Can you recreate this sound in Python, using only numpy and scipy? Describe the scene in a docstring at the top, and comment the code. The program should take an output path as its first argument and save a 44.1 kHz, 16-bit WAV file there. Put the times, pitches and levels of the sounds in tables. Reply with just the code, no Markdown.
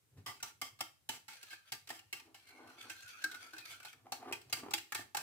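"""A steel balloon whisk beats egg and yogurt in a ceramic soup dish on a kitchen counter.
It opens in a quiet kitchen with faint touches; from 0.4 s hard blows ring the dish, each a noise burst
through its modes, then a drag. Wires scrape from 1.3 s and sing from 2.4 to 4 s, as filtered noise patches,
while the dish rubs on the counter and briefly hums. Wet slaps and the hardest blows crowd the last second.
A decaying noise echo of the small tiled room and a steady hush surround it all."""
import sys
import numpy as np
from scipy import signal
from scipy.fft import rfft, irfft, next_fast_len
from scipy.io import wavfile
from scipy.ndimage import uniform_filter1d, map_coordinates

SR = 44100
rng = np.random.default_rng(int(sys.argv[2]) if len(sys.argv) > 2 else 0)


def file_out(sig):
    """Save sig as 16-bit WAV at sys.argv[1]."""
    # one column per channel
    cols = np.atleast_2d(sig).T
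    # limit, then scale
    lim = np.clip(cols, -1, 1)
    pcm = np.round(lim * 32767).astype(np.int16)
    wavfile.write(sys.argv[1], SR, pcm)


N = 230596


def amp(db):
    """Decibels to gain."""
    return 10 ** (np.asarray(db) / 20)


def unit(x):
    """Scale to rms 1."""
    return x / np.sqrt(np.mean(x ** 2) + 1e-20)


def along(points, hz):
    """Read a curve of (Hz, value) points on a log frequency axis."""
    f, v = np.transpose(points)
    return np.interp(np.log(hz + 1), np.log(f + 1), v)


def curves(tables):
    """A softened gate that is open inside the tables, then one curve for each column after the time."""
    t = np.arange(N) / SR
    s, *cols = np.vstack(tables).T
    gate = sum((t >= rows[0][0]) & (t <= rows[-1][0]) for rows in tables)
    return [uniform_filter1d(np.minimum(gate, 1.), size=600)] + [np.interp(t, s, c) for c in cols]


def wobble(rate):
    """A smooth random curve with `rate` knots a second."""
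    knots = rng.standard_normal(int(N * rate / SR) + 4)
    return map_coordinates(knots, [np.arange(N) * rate / SR])


def stepped(spread_db, hold, length):
    """Random gains, each held for `hold` samples."""
    return amp(spread_db * rng.standard_normal(length // hold + 1).repeat(hold)[:length])


def filtered(x, response):
    """Shape x by a complex response of frequency, padded against wrap-around."""
    n = x.shape[-1]
    m = next_fast_len(n + 4096)
    return irfft(rfft(x, m) * response(np.fft.rfftfreq(m, 1 / SR)), m)[..., :n]


def modes(table, gains=1, shift=0):
    """Causal resonances of alternating sign; gains may differ by mode and microphone, pitches may scatter."""
    centre, width, db = np.transpose(table)[:, :, None]
    centre = centre * (1 + shift * rng.standard_normal(centre.shape))
    sizes = gains * (-1.) ** np.arange(len(table))
    return lambda f: sizes @ (amp(db) * 1j * f * width / (centre * centre - f * f + 1j * f * width))


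def rough(level_db):
    """Noise whose strength follows a jumpy level, as many small contacts."""
    return unit(amp(level_db) * rng.standard_normal(N))


# wire blows: start_s [s], level_db [dB], spot_hz favoured pitch [Hz], lift_db its lift [dB],
# higher_hz second favoured pitch [Hz], low_db low dish modes [dB], drag_db [dB], drag_s [s]
WHISK_BLOWS = [(0.173, -64.5, 2290, -4, 7600, -4, -0.5, .04), (0.261, -41.5, 1193, 2.5, 2035, 12, 2, 0.052),
               (0.2712, -39, 2100, 0, 4700, 2, -15, 0.11), (0.401, -47, 1436, 20, 2600, -18, -17, 0.063),
               (0.427, -28, 1400, 7, 5850, 6.5, -18.5, 0.072), (0.6149, -27, 1164, 9, 2120, 4, -17, 0.064),
               (0.789, -51, 1270, 14, 2160, 5, -4.5, 0.097), (0.8064, -23.5, 1186, 11, 2127, 5, -35, 0.043),
               (1.0898, -25.5, 900, 7, 2976, 0.5, -18.5, 0.082),
               (1.281, -41.5, 2197, 11, 1383, 4, -5.5, 0.06),
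               (1.4291, -37.5, 1570, 11, 2660, -2, -31, 0.048),
               (1.505, -50.5, 1580, 14.5, 2230, -4, 5, 0.045),
               (1.5296, -43, 1630, 22, 2620, 7.5, -14, 0.019),
               (1.72, -28, 2330, 2.5, 4580, -3.5, -12.5, 0.034),
               (1.873, -40, 1850, 5, 4260, -4, -23, 0.029),
               (1.8897, -35.5, 1174, 19, 1740, -16, -13, 0.095),
               (1.9026, -31.5, 792, 14, 1880, 13, -38, 0.22),
               (1.9903, -42.5, 2800, 10, 4470, -21, -31, 0.19),
               (2.1269, -30, 2690, 15.5, 2160, 4, -18, 0.06), (2.197, -44, 1800, 5, 2490, 8, -20.5, 0.083),
               (2.3443, -45.5, 800, 28, 2860, -13.5, -9, 0.046),
               (2.486, -48.5, 1500, 13, 2160, -4, -33, 0.017), (2.698, -53.5, 1410, 13, 2600, 8, -11, 0.04),
               (2.861, -60, 1324, 5, 3040, -4, -35, .03), (2.897, -41, 1554, 19, 2637, -9, 2.5, 0.016),
               (3.005, -44.5, 1580, -11, 4230, -32, -42, 0.035),
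               (3.2396, -27, 1602, 29, 4100, -5.5, -33, 0.016),
               (3.314, -40, 1430, 7, 3840, -20, -11.5, 0.03), (3.3435, -44, 1325, 7, 3900, 0.5, -2, 0.023),
               (3.533, -46, 1534, 25.5, 4050, 6.5, -11, 0.073),
               (3.564, -45.5, 1560, 25.5, 2450, -11, -26.5, 0.023),
               (3.5809, -39.5, 1424, 9, 4150, -4, -10.5, 0.039),
               (3.723, -44.5, 1590, 4, 2390, -11, -9, 0.036), (3.8, -43, 1510, 20.5, 2600, 9.5, -24, 0.062),
               (3.829, -46.5, 1345, 11, 2580, 4, -7, .02), (3.849, -45, 824, 14.5, 4060, 4, 3.5, 0.014),
               (3.928, -44.5, 1270, -2, 2320, -10, -31, .02),
               (4.1206, -27.5, 787, 15.5, 4375, 6, -19.5, 0.051),
               (4.3244, -28.5, 2490, 19.5, 3220, 7.5, -19.5, 0.043),
               (4.414, -49, 1145, 0, 7800, -4, -18, 0.1), (4.4968, -48, 2340, -6, 6250, -23, -9.5, 0.045),
               (4.5263, -19.5, 2700, 4, 4600, 0, -23.5, 0.074),
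               (4.7077, -38, 780, 2, 7640, 12.5, -3.5, 0.0074),
               (4.7358, -18.5, 850, 13.5, 3273, -2.5, -33, 0.076),
               (4.7788, -32, 1820, 5.5, 2800, -30, -33.5, 0.15),
               (4.9209, -28, 1750, 13.5, 2250, 6.5, -47, .046),
               (4.947, -25, 1792, 9.5, 1560, 7, -17.5, 0.073),
               (5.147, -27.5, 845, 18.5, 1810, 11.5, -55, 0.018),
               (5.1686, -25, 1600, 16.5, 2560, 10, -18, 0.059)]
# ceramic dish resonances: centre_hz [Hz], width_hz [Hz], level_db [dB]
DISH_MODES = [(800.5, 50, -9), (901, 35, -1.5), (1183, 32, -1.5), (1389, 34, 1), (1592, 33.4, -2.5),
              (1774, 64, 2.5), (2139, 41.5, 0.5), (2305, 51, 1.5), (2637, 120, -3.5), (3190, 67, 3),
              (4076, 340, -7.5), (4603, 53, 2), (5037, 300, -9), (5960, 140, -2.5), (7676, 335, -12.5)]
# counter resonances: centre_hz [Hz], width_hz [Hz], level_db [dB]
COUNTER_MODES = [(258.6, 23, -3), (327.5, 14.6, 3.5), (395, 47, -4), (451, 56, -5), (755, 123, 1.5),
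                 (1200, 197, -2.5), (1900, 940, -14.5)]
# the cupboard under the counter: centre_hz [Hz], width_hz [Hz], level_db [dB]
CUPBOARD_MODES = [(108, 28.5, -2.5), (143, 6.9, -5)]
# colour of the wires' own click: freq_hz [Hz], level_db [dB]
WIRE_CLICK = [(290, -20), (500, -20), (885, -12.5), (1430, -8), (3210, 0), (3710, -5.5), (12300, -12.5),
              (15600, -12.5), (16500, -61)]
# modes that a blow near the rim wakes or misses: centre_hz [Hz], lift_db [dB]
RIM_LIFTS = [(790, -6), (1650, -7), (2620, -5), (3150, 5), (4100, -9), (5100, 5)]
RIM_HZ = 1150, 1240  # a blow that favours a pitch in this range fell near the rim
DISH_DB, WIRE_DB, KNOCK_DB = 1, -3, -5  # shares of dish, wires and counter in a blow of MIDDLE_DB
MIDDLE_DB, TREBLE_DB = -25.5, 4.5  # a middling blow's level and its treble lift
BRIGHTER, KNOCK_GROWS, CLEAN_GROWS = 0.12, 0.14, 0.13  # dB of treble, knock, first strike per dB of strength
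HIGHER_DB, BESIDE = 8, 0.06  # lift of the higher pitch; spill of lifts to neighbours (log-frequency width)
DAMPED, DRAG_SHARE = 1.13, 0.97  # widening of a loaded mode; share of the lifts left in the drag
ECHO_SHARE = 0.4  # share of the lifts that the room does not hear: they belong to the near side of the dish


def spill(ratio):
    """A lift is full at its own pitch and fades at neighbouring ones."""
    return np.exp(-(np.log(ratio) / BESIDE) ** 2)


def loaded_dish(pitches_hz):
    """The load of the mixture pulls the nearest mode to each favoured pitch and widens it."""
    loaded = np.array(DISH_MODES, float)
    for hz in pitches_hz:
        k = np.argmin(abs(np.log(loaded[:, 0] / hz)))
        loaded[k, :2] = hz, DISH_MODES[k][1] * DAMPED
    return loaded


def strike_force(stronger_db, drag_db, drag_s):
    """Wires land within a few ms, then drag: noise of shape (landing or drag, microphone, sample)."""
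    t = np.arange(SR // 7) / SR
    landing = (1 - np.exp(-t / 0.0012)) * np.exp(-(t / 0.0076) ** 1.35)
    dragging = 1 / (1 + np.exp(np.clip((t - drag_s) / 0.01, -30, 30)))
    envelopes = np.array([landing, amp(drag_db) * dragging])[:, None]
    force = envelopes * rng.standard_normal((2, len(t))) * stepped(1.25, 40, len(t))
    force[0, :, 25] += 3 * amp(CLEAN_GROWS * stronger_db)  # the first wire strikes cleanly
    # the two sides of the dish face different microphones
    force[:, 1] = 0.058 * force[:, 0] + 1.065 * force[:, 1]
    return force


def blow(db, spot_hz, lift_db, higher_hz, low_db, drag_db, drag_s):
    """One strike rings dish, wires and counter; the struck spot favours some dish modes."""
    stronger_db = db - MIDDLE_DB
    force = strike_force(stronger_db, drag_db, drag_s)
    loaded = loaded_dish((spot_hz, higher_hz))
    centre = loaded[:, 0]
    favour_db = lift_db * spill(centre / spot_hz) + HIGHER_DB * spill(centre / higher_hz)
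    near_rim = RIM_HZ[0] < spot_hz < RIM_HZ[1]
    treble_db = TREBLE_DB + BRIGHTER * stronger_db

    def tilt(f):
        rim_db = near_rim * sum(lift * spill((f + 1) / hz) for hz, lift in RIM_LIFTS)
        slope_db = np.interp(np.log(f + 1), np.log([1160, 1470, 4400, 6550]), [low_db, 0, 0, treble_db])
        return amp(rim_db + slope_db)

    ring = 0
    for part, share in zip(force, (1, DRAG_SHARE)):
        chance_db = 1.5 * rng.standard_normal(len(centre)) + 2 * rng.standard_normal((2, len(centre)))
        dish = modes(loaded, amp(share * favour_db + chance_db), shift=0.004)
        ring = ring + filtered(
            part, lambda f: tilt(f) * (amp(DISH_DB) * dish(f) + amp(along(WIRE_CLICK, f) + WIRE_DB)))
    below = COUNTER_MODES + CUPBOARD_MODES
    knock = filtered(force[:, 0].sum(axis=0), modes(below, amp(2.5 * rng.standard_normal(len(below)))))
    return amp(db) * (ring + amp(KNOCK_DB + KNOCK_GROWS * stronger_db) * knock)


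def blows():
    """Place every blow close by, and its less coloured echo in the room."""
    near, far = np.zeros((2, N + SR)), np.zeros((2, N + SR))
    for start_s, *settings in WHISK_BLOWS:
        _, spot_hz, lift_db, higher_hz, *_ = settings
        sound = blow(*settings)
        start = round(start_s * SR)
        near[:, start:][:, :sound.shape[1]] += sound

        def unlift(f):
            lifts_db = lift_db * spill((f + 1) / spot_hz) + HIGHER_DB * spill((f + 1) / higher_hz)
            return amp(-ECHO_SHARE * lifts_db)

        echo = kitchen(filtered(sound, unlift))
        far[:, start:][:, :echo.shape[1]] += echo
    return near[:, :N], far[:, :N]


# wires sliding round the glaze, one list per passage: time_s [s], rustle_db [dB],
# low_hz pitch of the singing mode [Hz], low_db its level [dB], high_db level of the mode above [dB]
WIRE_SLIDES = [
    [(1.29, -60, 1350, -91, -78), (1.368, -67, 1600, -69, -86), (1.458, -62, 1634, -67, -76),
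     (1.564, -66, 1670, -65, -63), (1.628, -85, 1630, -76.5, -100), (1.7, -57.5, 1290, -76, -90)],
    [(2.4, -64.5, 1540, -80, -77), (2.592, -70, 1473, -65, -57), (2.676, -66, 1590, -60, -96),
     (2.758, -64, 1400, -74, -80), (2.84, -60, 1330, -54.5, -65.5), (2.898, -62, 1590, -64, -69),
     (2.952, -62.5, 1540, -55, -85), (3.016, -62, 1610, -61, -78), (3.156, -59.5, 1286, -59, -57),
     (3.222, -58, 1633, -58, -83), (3.268, -73, 1593, -48, -92), (3.444, -55.5, 1292, -58.5, -77),
     (3.548, -72, 1564, -67, -69), (3.588, -81, 1470, -62, -56), (3.688, -52.5, 1230, -64.5, -67),
     (3.75, -55, 1530, -56, -65), (3.782, -78, 1530, -75.5, -76), (3.868, -72, 1446, -56, -55.5),
     (3.89, -61, 1470, -71, -77), (3.932, -72.5, 1264, -58.5, -82), (4.0, -99, 1320, -97, -100)],
]
# colour of the sliding hiss: freq_hz [Hz], level_db [dB]
SLIDING_HISS = [(400, -77), (482, -10.5), (1170, -11.5), (1570, -2.5), (2020, -7), (2430, -3),
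                (11000, -13.5), (15300, -19), (16500, -39)]
# path of the mode above: time_s [s], pitch_hz [Hz]
UPPER_PATH = [(1.45, 2550), (2.42, 2274), (2.62, 2140), (2.8, 2554), (4.0, 2420)]
# modes woken at the low and at the high spot: centre_hz [Hz], width_hz [Hz], level_db [dB]
SPOT_MODES = [
    [(2257, 66, 3.5), (3426, 55, 9.5), (4630, 56, 2.5), (6060, 53, 0)],
    [(2670, 43, 2), (3370, 91, -3), (4170, 75, 5), (5760, 110, 1)],
]
RUB_S, UPPER_SPREAD = 0.04, 0.025  # spacing of the spots (s); relative pitch scatter of the mode above
SPOT_HZ, TOP_HZ = 1460, 16700  # singing pitch that divides the two spots; upper band limit


def rubs():
    """Stick-slip: spot after spot the wires rustle through the dish and make two loaded modes sing."""
    gate, rustle_db, low_hz, low_db, high_db = curves(WIRE_SLIDES)
    step = round(RUB_S * SR)
    out = np.zeros((3, 2, N + SR))  # rustle, low song, high song
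    fade = np.sin(np.pi * np.arange(2 * step) / (2 * step))
    upper_dish = DISH_MODES[7:]
    for i in range(0, N - step, step):
        if gate[i:i + 2 * step].max() < .01:
            continue
        # many short slips
        slips = stepped(3.5, 60, 2 * step) * rng.standard_normal((2, 2 * step))
        dish = modes(upper_dish, amp(-3 + 6 * rng.standard_normal(len(upper_dish))), shift=.04)
        pitch_hz = low_hz[i + step]
        woken = SPOT_MODES[int(pitch_hz > SPOT_HZ)]
        fleck = modes(woken, amp(5 + 4 * rng.standard_normal(len(woken))), shift=.015)
        upper_hz = np.interp((i + step) / SR, *np.transpose(UPPER_PATH))
        upper_hz *= 1 + UPPER_SPREAD * rng.standard_normal()
        patches_db = 3 * rng.standard_normal(24)  # each spot has its own uneven colour
        colour = lambda f: amp(np.interp(f, np.linspace(0, TOP_HZ, len(patches_db)), patches_db))
        surface = lambda f: colour(f) * (amp(along(SLIDING_HISS, f) + 6.0) + dish(f)) + fleck(f)
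        rustle = unit(filtered(slips, surface))
        # a mode sings at some spots and breaks off at others
        sing_db = -7 * abs(rng.standard_normal((2, 1, 1))) + 3
        # a pitch mirrored about the dividing one sounds faintly along
        low_pair = modes([(pitch_hz, 90, 0), (2 * SPOT_HZ - pitch_hz, 110, -5)], shift=.015)
        high_mode = modes([(upper_hz, 130, 0)])
        low = unit(filtered(slips, lambda f: low_pair(f) ** 2))
        high = unit(filtered(slips, lambda f: high_mode(f) ** 2))
        out[..., i:i + 2 * step] += fade * np.array([rustle, *(amp(sing_db) * [low, high])])
    rustle, low, high = out[..., :N]
    flutter = amp(3.5 * wobble(35) + 3 * wobble(140))
    low_song = amp(low_db + 0.93 * wobble(45)) * low
    high_song = amp(high_db + 1.3 * wobble(25.1)) * high
    return gate * (amp(rustle_db) * flutter * rustle + low_song + high_song)


# the dish shifting on the counter: peak_s [s], rub_db [dB], rise_s and fall_s for 20 dB [s, at least 0.01],
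# upper_db level of the upper part [dB]
DISH_SHIFTS = [(0.202, -76, 0.2, 0.5, -28), (1.928, -61, 0.038, -0.325, 3.5),
               (2.278, -65.5, 0.11, 0.06, -3.5), (2.644, -60.5, 0.17, 0.19, 1),
               (3.265, -72, 0.17, 0.94, 0.5), (2.855, -64, 0.034, 0.09, -2),
               (4.058, -58, 0.013, -0.06, -9.5), (4.293, -53.5, 0.17, 0.0353, 3.5),
               (4.661, -57, 0.16, 0.1, 1)]
# the cupboard shaken through the counter: time_s [s], level_db [dB]
CUPBOARD_SHAKE = [
    [(0.0, -85), (0.12, -79), (0.185, -56.5), (0.26, -74.5), (0.42, -74.5), (1.66, -89.5), (1.73, -70.5),
     (1.8, -82), (3.7, -78.5), (4.74, -70.5), (4.89, -81), (5.01, -59), (5.07, -72), (5.23, -99)],
]
ROUND = 1.17  # how round the top of a swell is


def rocking():
    """The foot of the dish judders on the counter and shakes the cupboard below."""
    t = np.arange(N) / SR
    lower, upper = np.zeros(N), np.zeros(N)
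    for peak_s, db, rise_s, fall_s, upper_db in DISH_SHIFTS:
        distance = np.where(t < peak_s, (peak_s - t) / max(rise_s, .01), (t - peak_s) / max(fall_s, .01))
        swell_db = -20 * distance ** ROUND
        lower += amp(db + swell_db)
        upper += amp(db + upper_db + swell_db)
    judder = rough(2.8 * wobble(35) + 1.8 * wobble(110))
    low_rub = lower * unit(filtered(judder, modes(COUNTER_MODES[:4])))
    high_rub = upper * unit(filtered(judder, modes(COUNTER_MODES[4:])))
    boom = filtered(rough(4.7 * wobble(45)), modes(CUPBOARD_MODES))
    return low_rub + high_rub + amp(curves(CUPBOARD_SHAKE)[1]) * unit(boom)


# the mixture slaps and the dish bumps: start_s [s], level_db [dB], pitch_hz [Hz]
WET_SLAPS = [(0.172, -64, 334), (4.066, -40.5, 775), (4.227, -39, 710), (4.274, -39.5, 350),
             (4.312, -32, 373), (4.633, -31.5, 284), (4.661, -33.5, 330), (4.683, -34, 382),
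             (4.992, -38.5, 306)]


def slaps():
    """Soft wet pushes: a few cycles that die at once, with a dull puff."""
    out, t = np.zeros(N + SR), np.arange(SR // 20) / SR
    envelope = (1 - np.exp(-t / 0.0022)) * np.exp(-t / 0.0034)
    for start_s, db, hz in WET_SLAPS:
        puff = unit(filtered(rng.standard_normal(len(t)), modes(COUNTER_MODES[4:])))
        wave = np.sin(2 * np.pi * hz * t) + 0.55 * puff
        out[round(start_s * SR):][:len(t)] += amp(db) * envelope * wave
    return out[:N]


# hums of the swaying dish: start_s [s], level_db [dB], hold_s [s]
DISH_HUMS = [(1.907, -57, 0.028), (2.254, -65.5, 0.041), (3.24, -52.5, 0.026), (3.533, -58.5, 0.036)]


def hums():
    """The swaying dish hums on one low counter mode: a quick swell, a hold and a decay, wavering a little."""
    t = np.arange(N) / SR
    pitch_hz = COUNTER_MODES[1][0] * (1 + 0.0199 * wobble(30.04))
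    tone = np.sin(2 * np.pi * np.cumsum(pitch_hz) / SR) * amp(0.99 * wobble(40))
    swell = np.zeros(N)
    for start_s, db, hold_s in DISH_HUMS:
        rise = np.clip((t - start_s) / 0.0072, 0, 1)
        swell += amp(db) * rise * np.exp(-np.maximum(t - start_s - hold_s, 0) / 0.015)
    return swell * tone


# decay of the small tiled room: freq_hz [Hz], t60_s [s]
ROOM_DECAY = [(100, 0.13), (300, 0.45), (800, 0.27), (2000, 0.32), (12000, 0.29)]


def kitchen(x):
    """A fresh diffuse answer, 200 samples late; each frequency dies at its own speed."""
    hz, t, z = signal.stft(rng.standard_normal((2, SR // 4)), SR, nperseg=256)
    decay = amp(-60 * t / along(ROOM_DECAY, hz)[:, None])
    tail = signal.istft(z * decay, SR, nperseg=256)[1]
    late = np.pad(np.atleast_2d(x), ((0, 0), (200, 0)))
    return signal.fftconvolve(late, tail / np.linalg.norm(tail[0]), axes=1)


# colour of the quiet kitchen: freq_hz [Hz], level_db [dB]
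QUIET_COLOUR = [(37, -32), (73, 1), (117, 2.5), (251, -12), (6000, -17), (7300, -15), (15200, -18),
                (16500, -50)]


def hush():
    """Steady coloured noise at -77 dB rms, its own at each microphone."""
    air = rng.standard_normal((2, N))
    return amp(-77) * unit(filtered(air, lambda f: amp(along(QUIET_COLOUR, f))))


def ports(pair, lag_s, apart):
    """Two microphones: the right one hears lag_s later; the bass is shared and the treble differs."""
    late = lambda f: np.exp(-2j * np.pi * f * np.array([[0], [lag_s]]))
    share = lambda f: np.clip(apart * f / (f + 700), 0, 1)
    own = filtered(pair, lambda f: late(f) * (1 + share(f)) / 2)
    other = filtered(pair[::-1], lambda f: late(f) * (1 - share(f)) / 2)
    return own + other


def scene():
    """Whisk and dish close by, their echo in the kitchen, and its quiet background."""
    near, far = blows()
    wires = rubs()
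    dish = rocking() + slaps() + hums()
    room = amp(-9.0) * far + kitchen(amp(-5) * wires + amp(-2) * dish)[:, :N]
    close = ports(near + wires + dish, lag_s=.00009, apart=1.0)
    return close + ports(room, lag_s=0, apart=2.1) + hush()


def record(dry):
    """Keep nothing above the band limit."""
    return filtered(dry, lambda hz: hz < TOP_HZ)


dry = scene()
out = record(dry)
file_out(out)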